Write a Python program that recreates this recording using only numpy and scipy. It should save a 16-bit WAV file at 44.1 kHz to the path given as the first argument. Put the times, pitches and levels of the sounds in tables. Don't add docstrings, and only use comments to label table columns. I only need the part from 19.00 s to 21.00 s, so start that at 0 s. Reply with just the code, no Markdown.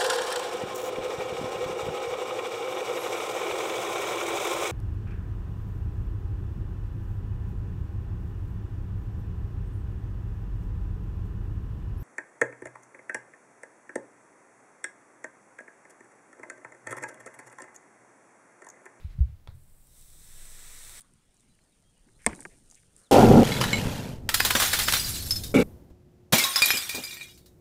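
import sys
import numpy as np
from scipy import signal
from scipy.fft import rfft, irfft
from scipy.io import wavfile
from scipy.ndimage import uniform_filter1d

SR = 44100
rng = np.random.default_rng(int(sys.argv[2]) if len(sys.argv) > 2 else 0)


def volts_from_db(level):
    exponent = np.asarray(level, float) / 20
    return 10 ** exponent


def to_wav(sig):
    pcm = np.clip(np.atleast_2d(sig), -1, 1) * 32767
    pcm = np.round(pcm).astype(np.int16)
    wavfile.write(sys.argv[1], SR, pcm.T)


N = 88200
T = np.arange(N) / SR


def level(x, db):
    return x * volts_from_db(db) / np.sqrt(np.mean(x ** 2))


def curve(rows, before_db=-130):
    a = np.array(rows)
    return np.interp(T, a[:, 0], a[:, 1], left=before_db)


def ring(x, hz, width_hz):
    return signal.lfilter(*signal.iirpeak(hz, hz / width_hz, fs=SR), x)


def noise(points):
    a = np.array(points)
    f = np.fft.rfftfreq(N, 1 / SR) + 1
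    colour_db = np.interp(np.log(f), np.log(a[:, 0]), a[:, 1])
    return level(irfft(rfft(rng.standard_normal(N)) * volts_from_db(colour_db), N), 0)


def walk(rate_per_s):
    k = int(SR / rate_per_s)
    return level(uniform_filter1d(uniform_filter1d(rng.standard_normal(N), k), k), 0)


# t/s, level/dB
SPIT_EVENTS = [(.9543, -52), (.9618, -52), (.9678, -52), (.981, -52), (.985, -53), (.9914, -52),
               (.9954, -49), (.9985, -49), (1.0125, -46), (1.0175, -50), (1.023, -51), (1.0257, -50),
               (1.032, -54), (1.0595, -53), (1.08, -53), (1.0875, -53), (1.2326, -52), (1.3174, -48)]
FULL_BOIL_DB = -54


def bubbles(heat_db):
    pops_per_s, spread_db = 2500, 5.5
    chance, sign, size = rng.random((3, N))
    pops = (chance < pops_per_s / SR) * np.sign(sign - .5) * volts_from_db(-spread_db * np.log(size + 1e-4))

    spitting = np.exp(-((T - 1.03) / .12) ** 2)
    pop_share = volts_from_db(-9 + 3 * spitting)
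    drive = (rng.standard_normal(N) + level(pops, 0) * pop_share) / np.sqrt(1 + pop_share ** 2)
    for s, db in SPIT_EVENTS:
        i = int(s * SR)
        drive[i] -= volts_from_db(db - FULL_BOIL_DB - heat_db[i]) * 3
    return drive


# f/Hz, width/Hz, level/dB at full boil, growth/(dB per dB of boiling), wake t/s
DECK_MODES = [(442, 510, -15.5, 1.4, 1.37), (1240, 1140, -15.5, 3, 1.17), (2030, 1280, -7, 2, 1.28),
              (3794, 1100, -7.5, 2, 0.92), (5855, 1870, -6, 1.77, 0.89), (7880, 1500, -0.5, 1.7, 0.35),
              (9600, 2800, -3, 1.4, 0.41), (12470, 3000, -6, 1.12, 0.54), (14930, 7300, -7.5, 1, 0.75)]


def deck(drive, heat_db):
    wake_span_s, asleep_db = 0.079, -5
    flicker_db, flicker_per_s = .5, 22
    out = np.zeros(N)
    for k, (hz, width_hz, db, growth, wake_s) in enumerate(DECK_MODES):
        mode = level(ring(ring(drive, hz, width_hz), hz, width_hz), db)
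        asleep = np.clip((wake_s - T) / wake_span_s, 0, 1)
        gain_db = growth * heat_db + flicker_db * walk(flicker_per_s) + asleep_db * asleep
        out += (-1) ** k * mode * volts_from_db(gain_db)
    return out


# t/s, level/dB
BOIL = [
    (0.49, -77),
    (0.544, -67),
    (0.85, -63),
    (1.018, -57.5),
    (1.04, -59),
    (1.452, -54),
    (1.994, -51.5),
    (2.0, -54.5),
]
# delay t/s, level/dB
SURFACES = [(.00603, -14), (.0031, -19), (.0107, -21.5), (0.0166, -17), (0.0228, -18.5), (.0331, -21),
            (.047, -17)]


def sizzle():
    heat_db = curve(BOIL) - FULL_BOIL_DB
    direct = deck(bubbles(heat_db), heat_db)
    out = direct.copy()
    for delay_s, db in SURFACES:
        out += volts_from_db(db) * np.roll(direct, int(delay_s * SR)) * (T > delay_s)
    return out * volts_from_db(FULL_BOIL_DB - 2.5)


# t/s, level/dB
GRIP_LEVEL = [(0, -51), (.04, -48), (.1, -52.5), (.26, -43.5), (.35, -47.5), (.385, -70), (.48, -57),
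              (.52, -53.5), (.64, -70)]


def grip():
    fade_db = -280 * np.maximum(T - .64, 0)
    rumble = noise([(25, -14), (60, 3), (100, 5.5), (170, -7.5), (230, -29.5)])
    return rumble * volts_from_db(curve(GRIP_LEVEL) + fade_db)


# t/s, peak level/dB, f/Hz, rise/s, fall/s
BLOWS = [(0.045, -24.5, 75.2, 0.0064, .012), (0.068, -36.5, 37.7, 0.016, 0.069),
         (0.137, -45, 86, .01, 0.0079), (0.184, -21.5, 105.5, 0.0075, 0.006),
         (.2035, -10, 64, 0.0075, 0.024), (.285, -33.5, 88, 0.015, 0.012), (0.314, -38, 88.8, 0.016, 0.015),
         (0.481, -33, 84.5, 0.01, 0.0088), (.51, -45, 86, 0.028, 0.036), (.54, -47, 129.3, 0.0047, 0.043),
         (0.584, -58, 99, 0.0078, 0.0064)]


def thumps():
    hand_damps_s, damp_span_s, stand_top_hz = .266, 0.0089, 213
    out = np.zeros(N)
    for s, db, hz, rise_s, fall_s in BLOWS:
        u = np.maximum(T - s, 0)
        rise = np.sin(np.pi / 2 * np.minimum(u / rise_s, 1)) ** 2
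        fall = np.exp(-np.maximum(u - rise_s, 0) / fall_s)
        stop = np.clip((hand_damps_s - T) / damp_span_s, 0, 1) if s < hand_damps_s else 1
        out -= volts_from_db(db) * rise * fall * stop * np.sin(2 * np.pi * hz * u)
    lowpass = signal.butter(6, stand_top_hz, fs=SR, output="sos")
    return signal.sosfiltfilt(lowpass, out + grip())


def creak():
    start_hz, glide_hz_per_s, span_s = 373, 3200, 0.012
    u = T - .226
    chirp = np.sin(2 * np.pi * u * (start_hz + glide_hz_per_s / 2 * u))
    rough = 1 + .8 * np.cos(2 * np.pi * 140 * T) + .5 * walk(60)
    return np.exp(-(u / span_s) ** 2) * chirp * rough * volts_from_db(-60)


# f/Hz, level/dB, t60/s
BUTTON_MODES = [(484, -12, 0.0057), (726, -8, 0.0089), (1010, -5.5, .025), (1326, -1, 0.015),
                (1860, -5, 0.011), (2270, -9, 0.018), (2620, -10, 0.013), (3400, -0.5, 0.0097),
                (3600, -11, 0.014), (4550, -17, 0.024), (5300, -17, .01), (6700, -17, 0.008),
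                (8400, -16, .004)]


def button():
    click_s, click_db = .4745, -43.5
    echo_s, echo_db = 0.0068, -20
    tail_db, tail_t60_s = -57, .26
    click = np.zeros(N)
    for s, gain in ((click_s, 1), (click_s + echo_s, volts_from_db(echo_db))):
        u = np.maximum(T - s, 0)
        for hz, db, t60_s in BUTTON_MODES:
            click += gain * volts_from_db(db - 60 * u / t60_s) * np.sin(2 * np.pi * hz * u)

    u = np.maximum(T - click_s, 0)
    tail = noise([(200, -6), (900, -7.5), (2000, -10), (2900, -25), (3800, -11.5), (6000, -31)])
    tail *= (u > 0) * volts_from_db(tail_db - 60 * u / tail_t60_s)
    return click * volts_from_db(click_db) + tail


# t/s, level/dB
RUSTLE_LEVEL = [(0, -64.5), (.06, -67), (.125, -65), (.2, -68), (.27, -71), (.34, -75.5), (.42, -88)]
# f/Hz, level/dB
CLOTH_COLOUR = [(300, -3), (600, -8.5), (1100, -7.5), (2300, -7), (3200, -13), (4000, -12.5), (5500, -20),
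                (12000, -24.5)]


def cloth():
    fade_db = -240 * np.maximum(T - .42, 0)
    rub = noise([(150, -31)] + list(CLOTH_COLOUR) + [(16000, -41)])
    return rub * volts_from_db(curve(RUSTLE_LEVEL) + fade_db + 2.0 * walk(40))


# t/s, level/dB
SWAY_LEVEL = [(0.4, -66), (0.452, -54), (0.746, -53), (0.908, -76), (1.076, -52), (1.224, -59.5),
              (1.366, -44.5), (1.834, -49), (2.0, -55.5)]


def sway():
    hz = 16.5 * (1 + .03 * walk(2.6))
    return np.sqrt(2) * np.sin(2 * np.pi * np.cumsum(hz) / SR) * volts_from_db(curve(SWAY_LEVEL, -54))


# f/Hz, level/dB
ROOM_COLOUR = [(12, -19), (22, -2), (45, -8.5), (90, -13.5), (150, -19), (240, -28), (1100, -38),
               (6000, -52.5)]


def room():
    swell_db = .8 * walk(8)
    tone = noise(list(ROOM_COLOUR) + [(9000, -68.5)]) * volts_from_db(-58 + swell_db)
    hiss = volts_from_db(-74) * rng.standard_normal(N)
    return tone + hiss


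def scene():
    return (sizzle() + thumps() + creak() + button() + cloth() + sway() + room())[None]


def band_limit(x):
    return signal.sosfilt(signal.butter(12, 16320, fs=SR, output="sos"), x)


def record(dry):
    top_hz, slope_hz = 15770, 30
    f = np.fft.rfftfreq(N, 1 / SR)
    mix = irfft(rfft(dry) * np.clip((top_hz - f) / slope_hz, 0, 1), N)
    return band_limit(mix)


dry = scene()
out = record(dry)
to_wav(out)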